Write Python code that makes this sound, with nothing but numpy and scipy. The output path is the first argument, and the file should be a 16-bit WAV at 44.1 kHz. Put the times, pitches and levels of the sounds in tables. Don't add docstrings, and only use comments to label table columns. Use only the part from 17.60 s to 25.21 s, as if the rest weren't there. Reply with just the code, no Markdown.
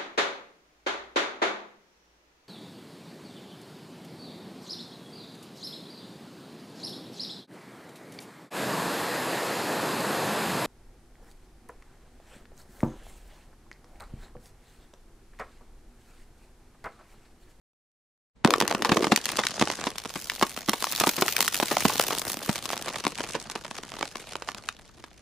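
import sys
import numpy as np
from scipy import signal
from scipy.fft import rfft, irfft
from scipy.io import wavfile
from scipy.ndimage import uniform_filter1d

SR = 44100
rng = np.random.default_rng(int(sys.argv[2]) if len(sys.argv) > 2 else 0)


def unload_audio(sound):
    columns = np.transpose(np.atleast_2d(sound))
    steps = np.round(np.clip(columns, -1, 1) * 32767)
    wavfile.write(sys.argv[1], SR, steps.astype(np.int16))


N = 335601
TIME = np.arange(N) / SR
GRAB_S, SETTLED_S = 0.84, 7.0
HIT_SAMPLES, LEAD_S = 2048, 0.005
HIT_TIME = TIME[:HIT_SAMPLES] - LEAD_S

# freq_hz, band_level_db
ROOM_SPECTRUM = [(25, -62), (50, -58.5), (200, -60.5), (6000, -73.5), (13000, -106)]
# time_s, gain_db
ROOM_FADE = [(.7, -120), (.76, -5.5), (.85, -3)]
# freq_hz, side_minus_mid_db
COAT_WIDTH = [(90, 0), (200, -14), (1000, -16), (2000, -12), (3500, -7.5), (6000, -3), (12000, -1.5)]
# time_s, gain_db
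TREBLE_RIDE = [(1.0, -5.5), (1.7, -14), (2.1, -36), (2.6, 2), (3.6, 2.5), (4.8, 3), (5.7, -27), (7.5, -24)]
# time_s, level_db
RUMPLE_ENVELOPE = [(.84, -110), (.855, -21), (1.08, -41), (1.45, -25), (1.62, -60), (1.9, -110)]
# time_s, body_db, hiss_db
RUSTLE_ENVELOPE = [(1.03, -37, -52), (1.36, -44, -41.5), (1.74, -37.5, -41), (2.13, -35, -40),
                   (2.45, -49, -51.5), (2.78, -46, -43.5), (3.02, -47, -49.5), (3.24, -40.5, -37.5),
                   (3.78, -35.5, -33.5), (3.96, -41, -38.5), (4.28, -35, -32), (4.65, -37.5, -39),
                   (5.02, -39, -41.5), (5.6, -39, -44), (5.97, -45, -51.5), (6.62, -43.5, -48),
                   (7.23, -54, -59.5), (7.6, -61.5, -63.5)]
# freq_hz, band_gain_db
RUSTLE_EQ = [(86, -21.5), (200, -14), (300, -13.5), (500, -11), (1060, -10), (2000, -8.5), (3700, -4.5),
             (5600, -2), (13000, -5.5)]
# freq_hz, gain_db
SHEET_EQ = [(130, 4.5), (200, 5.5), (330, 0), (520, -4), (750, 0.5), (1100, 5.5), (1500, 0.5), (3200, 1.85),
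            (5600, 0.5), (8500, -4.5), (13000, -7)]
# start_s, level_db, pitch_hz, crease_run_s
# (level is the hit's energy spread over 5 ms; pitch is the panel's lowest resonance)
PANEL_FLAPS = [(.847, -6.5, 224, 0.0032), (.859, -24, 370, 0.0024), (.875, -20, 390, 0.0019),
               (1.012, -15, 435, 0.0011), (1.023, -19, 290, 0.0038), (1.111, -18.5, 540, 0.0038),
               (1.125, -24, 457, 0.00084), (1.148, -19, 350, .004), (1.254, -19.5, 540, 0.014),
               (1.293, -17, 300, .005), (1.318, -10.5, 238, 0.0084), (1.370, -13.5, 320, 0.0036),
               (1.424, -23.5, 402, 0.0065), (1.443, -17, 412, 0.0044), (1.469, -18.5, 315, 0.0031),
               (1.520, -8, 350, 0.0062), (1.789, -15, 430, .013), (2.013, -14, 300, 0.0065),
               (2.024, -13.5, 356, 0.0018), (2.269, -19, 374, 0.0074), (2.456, -28, 318, 0.0042),
               (2.558, -25.5, 298, 0.0096), (2.813, -22.5, 584, 0.0016), (2.826, -10.5, 393, 0.0058),
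               (2.975, -29, 395, 0.0025), (3.269, -27.5, 510, 0.0025), (3.086, -17, 295, 0.005),
               (3.133, -19.5, 440, 0.0054), (3.410, -18, 274, .013), (3.437, -15.5, 484, 0.0031),
               (3.470, -14.5, 290, 0.0081), (3.583, -22, 320, 0.016), (3.622, -12.5, 387, 0.0042),
               (4, -18.5, 617, 0.00042), (4.026, -17, 343, 0.0064), (4.115, -17, 386, 0.021),
               (4.168, -15, 513, .002), (4.252, -9.5, 275, 0.0049), (4.297, -21.5, 610, .0036),
               (4.397, -14, 520, .0015), (4.506, -22.5, 507, 0.004), (4.526, -23, 403, 0.0097),
               (4.893, -15.5, 197, 0.009), (5.103, -26.5, 550, 0.0015), (5.132, -24, 456, 0.006),
               (5.282, -26.5, 546, 0.0043), (5.467, -16.5, 405, 0.0019), (5.605, -24.5, 344, 0.0033),
               (5.752, -21, 390, 0.016), (5.956, -25.5, 416, 0.0076), (6.051, -33, 587, 0.0022),
               (6.41, -27.5, 467, 0.0026), (6.427, -21.5, 517, 0.0015), (6.755, -26.5, 480, .0035),
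               (6.822, -31, 484, 0.004), (6.888, -24.5, 950, .003), (7.440, -36.5, 317, 0.0046)]
# start_s, level_db, pitch_hz, tilt_db_per_octave
CREASE_SNAPS = [(0.906, -16.5, 457, 2), (.938, -12, 1220, -0.5), (1.002, -17.5, 316, 3),
                (1.078, -19.5, 630, 4.5), (1.222, -19.5, 370, 0), (1.248, -17, 800, 0.5),
                (1.561, -11, 1960, 8.5), (1.575, -21.5, 320, 2), (1.656, -17.5, 1700, 8),
                (1.690, -23, 1290, 3.5), (1.886, -26, 3050, 12), (1.717, -20, 2980, 16),
                (1.770, -21, 430, 7), (1.836, -23.5, 1710, -2), (1.868, -18, 1720, 3),
                (2.074, -24, 500, -0.5), (2.101, -22, 516, 0), (2.240, -27, 546, 1.5),
                (2.382, -25, 540, 5.5), (2.698, -21.5, 1940, 0), (3.094, -16, 300, 3.5),
                (3.224, -24, 400, 2), (3.242, -19.5, 900, 2), (3.315, -26.5, 4520, 11),
                (3.400, -16.5, 267, 4.5), (3.492, -17, 240, 4), (3.681, -19.5, 1400, 1),
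                (3.765, -16.5, 1850, 5), (3.806, -12.5, 400, 4.5), (3.827, -21, 300, 3.5),
                (3.879, -17.5, 1510, 3), (3.944, -20.5, 1810, 6), (4.414, -23, 497, 3.5),
                (4.484, -28, 460, 10), (4.957, -26, 400, 3.5), (5.056, -26, 272, 3), (5.167, -31, 400, 0),
                (5.224, -29, 150, 6.5), (5.451, -24, 250, 0.5), (5.899, -30, 430, 3),
                (6.111, -30.5, 372, 1), (6.185, -31.5, 430, 0), (6.556, -29, 430, 0),
                (6.947, -33.5, 220, 2), (7.088, -23, 1480, 1.5)]


def from_db(db):
    return 10 ** (np.asarray(db) / 20)


def unit_energy(x):
    return x / np.sqrt(np.sum(x ** 2, axis=-1, keepdims=True) + 1e-20)


def unit_rms(x):
    return x / np.sqrt(np.mean(x ** 2) + 1e-20)


def automation(rows):
    time_s, *columns = np.transpose(rows)
    return [np.interp(TIME, time_s, column) for column in columns]


def at_hz(points, hz):
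    freq_hz, value = np.transpose(points)
    return np.interp(np.log(hz), np.log(freq_hz), value)


def band_pass(x, low_hz, high_hz):
    return signal.sosfilt(signal.butter(2, [low_hz, high_hz], "band", fs=SR, output="sos"), x + 1e-18)


def stereo(mid, side, side_db):
    width = from_db(side_db)
    return np.array([mid + width * side, mid - width * side]) / np.sqrt(1 + width ** 2)


def drift(rate_hz, hop=40):
    pole = np.exp(-2 * np.pi * rate_hz * hop / SR)
    slow = signal.lfilter([1], [1, -2 * pole, pole * pole], rng.standard_normal(2 * N // hop))
    slow = unit_rms(slow[-N // hop:])
    return np.interp(np.arange(N) / hop, np.arange(len(slow)), slow)


def minimum_phase(magnitude):
    cepstrum = irfft(np.log(magnitude + 1e-9))
    cepstrum[..., 1:] *= 2
    cepstrum[..., HIT_SAMPLES // 2:] = 0
    return np.exp(rfft(cepstrum))


def room_tone():
    edges_hz = np.geomspace(18, 16000, 11)
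    white = rng.standard_normal((2, 2, N))
    bed = 0
    for k, (low, high) in enumerate(zip(edges_hz, edges_hz[1:])):
        band = unit_rms(band_pass(white[k % 2], low, high))
        bed = bed + band * from_db(at_hz(ROOM_SPECTRUM, np.sqrt(low * high)))
    return stereo(*bed, side_db=-4) * from_db(automation(ROOM_FADE)[0])


def wall_reflections(x, t60_s=0.13, send_db=-17, predelay_s=0.0076, low_hz=174, high_hz=6000):
    t = TIME[:SR // 2]
    decay = from_db(-60 * t / t60_s) * (t > predelay_s)
    echoes = band_pass(rng.standard_normal((2, len(t))) * decay, low_hz, high_hz)
    response = stereo(*unit_energy(echoes), side_db=-7) * np.sqrt(2 * high_hz / SR)
    return from_db(send_db) * signal.fftconvolve(x, response, axes=1)[:, :N]


def top_treble_fader(x, shelf_hz=11300):
    below = signal.sosfiltfilt(signal.butter(2, shelf_hz, fs=SR, output="sos"), x)
    return below + (x - below) * from_db(automation(TREBLE_RIDE)[0])


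def crease_ticks(per_s, spread_db):
    gives_way = rng.random(N) < per_s / SR
    energy = gives_way * from_db(spread_db * np.minimum(rng.exponential(1, N), 3.2)) ** 2
    return energy / energy.mean()


def rumple(low_hz=260, high_hz=540):
    knocks = np.sqrt(crease_ticks(per_s=150, spread_db=3)) * rng.choice([-1, 1], (2, N))
    mid, side = unit_rms(band_pass(knocks, low_hz, high_hz))
    return stereo(mid, side, at_hz(COAT_WIDTH, low_hz)) * from_db(automation(RUMPLE_ENVELOPE)[0])


def rustle(ticks_per_s=520, spread_db=9.0, tick_s=0.00086, tick_cycles=0.12, attack_s=0.022,
           slide_db=-9.5, crackle_db=-0.5, catch_db=2.0, patchy_db=2.0, body_hz=1300, hiss_hz=4000):
    attack_db = 20 * np.log10(np.clip((TIME - GRAB_S) / attack_s, 1e-6, 1))
    body_db, hiss_db = automation(RUSTLE_ENVELOPE) + attack_db
    broad_ticks = crease_ticks(ticks_per_s, spread_db)
    low_ticks = crease_ticks(ticks_per_s / 2, spread_db)
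    high_ticks = crease_ticks(ticks_per_s / 2, spread_db)
    clumps_db = catch_db * drift(rate_hz=25)
    edges_hz = np.geomspace(70, 16000, 14)
    white = rng.standard_normal((2, 2, N))
    out = 0
    for k, (low, high) in enumerate(zip(edges_hz, edges_hz[1:])):
        hz = np.sqrt(low * high)
        blend = np.clip(np.log(hz / body_hz) / np.log(hiss_hz / body_hz), 0, 1)
        ticks = (broad_ticks + (1 - blend) * low_ticks + blend * high_ticks) / 2
        release = np.exp(-1 / (SR * (tick_s + tick_cycles / hz)))
        crackle = signal.lfilter([1 - release], [1, -release], ticks + 1e-18)
        grain = np.sqrt(from_db(slide_db) ** 2 + from_db(crackle_db) ** 2 * crackle)
        mid, side = unit_rms(band_pass(white[k % 2] * grain, low, high)) * np.sqrt(np.mean(grain ** 2))
        level_db = (1 - blend) * body_db + blend * hiss_db + clumps_db + at_hz(RUSTLE_EQ, hz)
        flicker_db = patchy_db * drift(rate_hz=13.7)
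        out = out + stereo(mid, side, at_hz(COAT_WIDTH, hz)) * from_db(level_db + flicker_db)
    return out


def crease_force(run_s, jerk_db=5.0, kick_db=-4.0, creep_db=-20.5, creep_s=0.0025):
    count, after = len(run_s), HIT_TIME >= 0
    jerks = unit_rms(uniform_filter1d(rng.standard_normal((count, HIT_SAMPLES)), size=20))
    run = unit_energy(after * np.exp(-np.abs(HIT_TIME) / run_s))
    lead_in = unit_energy(~after * np.exp(-np.abs(HIT_TIME) / creep_s))
    creep = from_db(creep_db) * (run_s / run_s.mean()) * lead_in
    envelope = unit_energy((creep + run) * from_db(jerk_db * jerks))
    force = envelope * rng.standard_normal((count, 2, HIT_SAMPLES)).swapaxes(0, 1)
    force[:, :, np.argmax(after)] += from_db(kick_db) * rng.standard_normal((count, 2)).T
    return force


def panel_flutter(count, hz, gain_db=-3.5, decay_s=0.0065, below_hz=460):
    envelope = unit_energy((HIT_TIME > 0) * np.exp(-np.abs(HIT_TIME) / decay_s))
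    shake = envelope * rng.standard_normal((count, 2, HIT_SAMPLES)).swapaxes(0, 1)
    return from_db(gain_db) * rfft(shake) / (1 + 1j * hz / below_hz) ** 2


def panel_tone(hz, pitch_hz, tilt, ripple_db=2.0):
    ratio = hz / pitch_hz
    q = 1.58 * (pitch_hz / 500) ** 0.45
    resonance = ratio ** 2 / np.hypot(1 - ratio ** 2, ratio / q)
    modes = unit_rms(uniform_filter1d(rng.standard_normal(ratio.shape), size=10, mode="wrap"))
    eq_db = tilt * np.log2(np.maximum(ratio, 1)) + at_hz(SHEET_EQ, hz) + ripple_db * modes
    return resonance * from_db(eq_db) / np.sqrt(hz)


def small_buckles(count=72, base_db=-32, effort_follow=0.56):
    strength, pitch, bright, slow, late = np.clip(rng.standard_normal((count, 5)), -2, 2).T
    start_s = np.interp(np.arange(count) + late, [-2, count + 1], [GRAB_S, SETTLED_S])
    time_s, body_db, hiss_db = np.transpose(RUSTLE_ENVELOPE)
    effort_db = np.interp(start_s, time_s, (body_db + hiss_db) / 2)
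    level_db = base_db + effort_follow * (effort_db - effort_db.mean()) + 1.5 * strength
    pitch_hz = 430 * 2 ** (0.3 * pitch)
    tilt = 2.0 + 2.0 * bright
    run_s = 0.0016 * 2 ** (0.52 * slow)
    return np.transpose([start_s, level_db, pitch_hz, tilt, run_s])


def snaps(run_s=0.0017):
    return [(*snap, run_s) for snap in CREASE_SNAPS]


def flaps(mean_tilt=-1.2, dulling_per_db=0.054):
    mean_db = np.mean(PANEL_FLAPS, axis=0)[1]
    return [(start_s, level_db, pitch_hz, mean_tilt - dulling_per_db * (level_db - mean_db), run_s)
            for start_s, level_db, pitch_hz, run_s in PANEL_FLAPS]


def panel_hits(cues, decay_per_run=0.72, travel_s=0.000599, trim_db=0.12, pan_spread_db=0.85):
    start_s, level_db, pitch_hz, tilt, run_s = cues.T[:, :, None]
    hz = np.maximum(np.arange(HIT_SAMPLES // 2 + 1) * SR / HIT_SAMPLES, 10)
    tone = panel_tone(hz, pitch_hz, tilt)
    force = rfft(crease_force(decay_per_run * run_s)) + panel_flutter(len(cues), hz)
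    octave = np.exp(-2 * (2 * np.log2(hz[:, None] / hz)) ** 2) / hz[:, None]
    force_contour = np.sqrt(np.abs(force) ** 2 @ (octave / octave.sum(0)))
    dispersion = np.exp(-4j * np.pi * travel_s * np.sqrt(hz * 500))
    mid, side = force * minimum_phase(tone / force_contour) * dispersion
    hits = irfft(stereo(mid, side, at_hz(COAT_WIDTH, hz)))
    pan_db = pan_spread_db * rng.standard_normal(len(cues))
    hits *= from_db(np.outer([-0.5, 0.5], pan_db))[:, :, None]
    hits /= np.sqrt(np.sum(hits ** 2, axis=-1, keepdims=True).mean(0))
    hits *= from_db(level_db + trim_db) * np.sqrt(0.005 * SR)
    out = np.zeros((2, N))
    for i, start in enumerate(((start_s[:, 0] - LEAD_S) * SR).astype(int)):
        out[:, start:start + HIT_SAMPLES] += hits[:, i, :N - start]
    return out


def scene():
    cues = np.vstack([flaps(), snaps(), small_buckles()])
    coat = top_treble_fader(panel_hits(cues) + rustle() + rumple())
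    return coat + wall_reflections(coat) + room_tone()


def record(dry, ceiling=0.78, cutoff_hz=15300):
    low_pass = signal.ellip(10, 0.1, 90, cutoff_hz, fs=SR, output="sos")
    return signal.sosfilt(low_pass, ceiling * np.tanh(dry / ceiling))


dry = scene()
out = record(dry)
unload_audio(out)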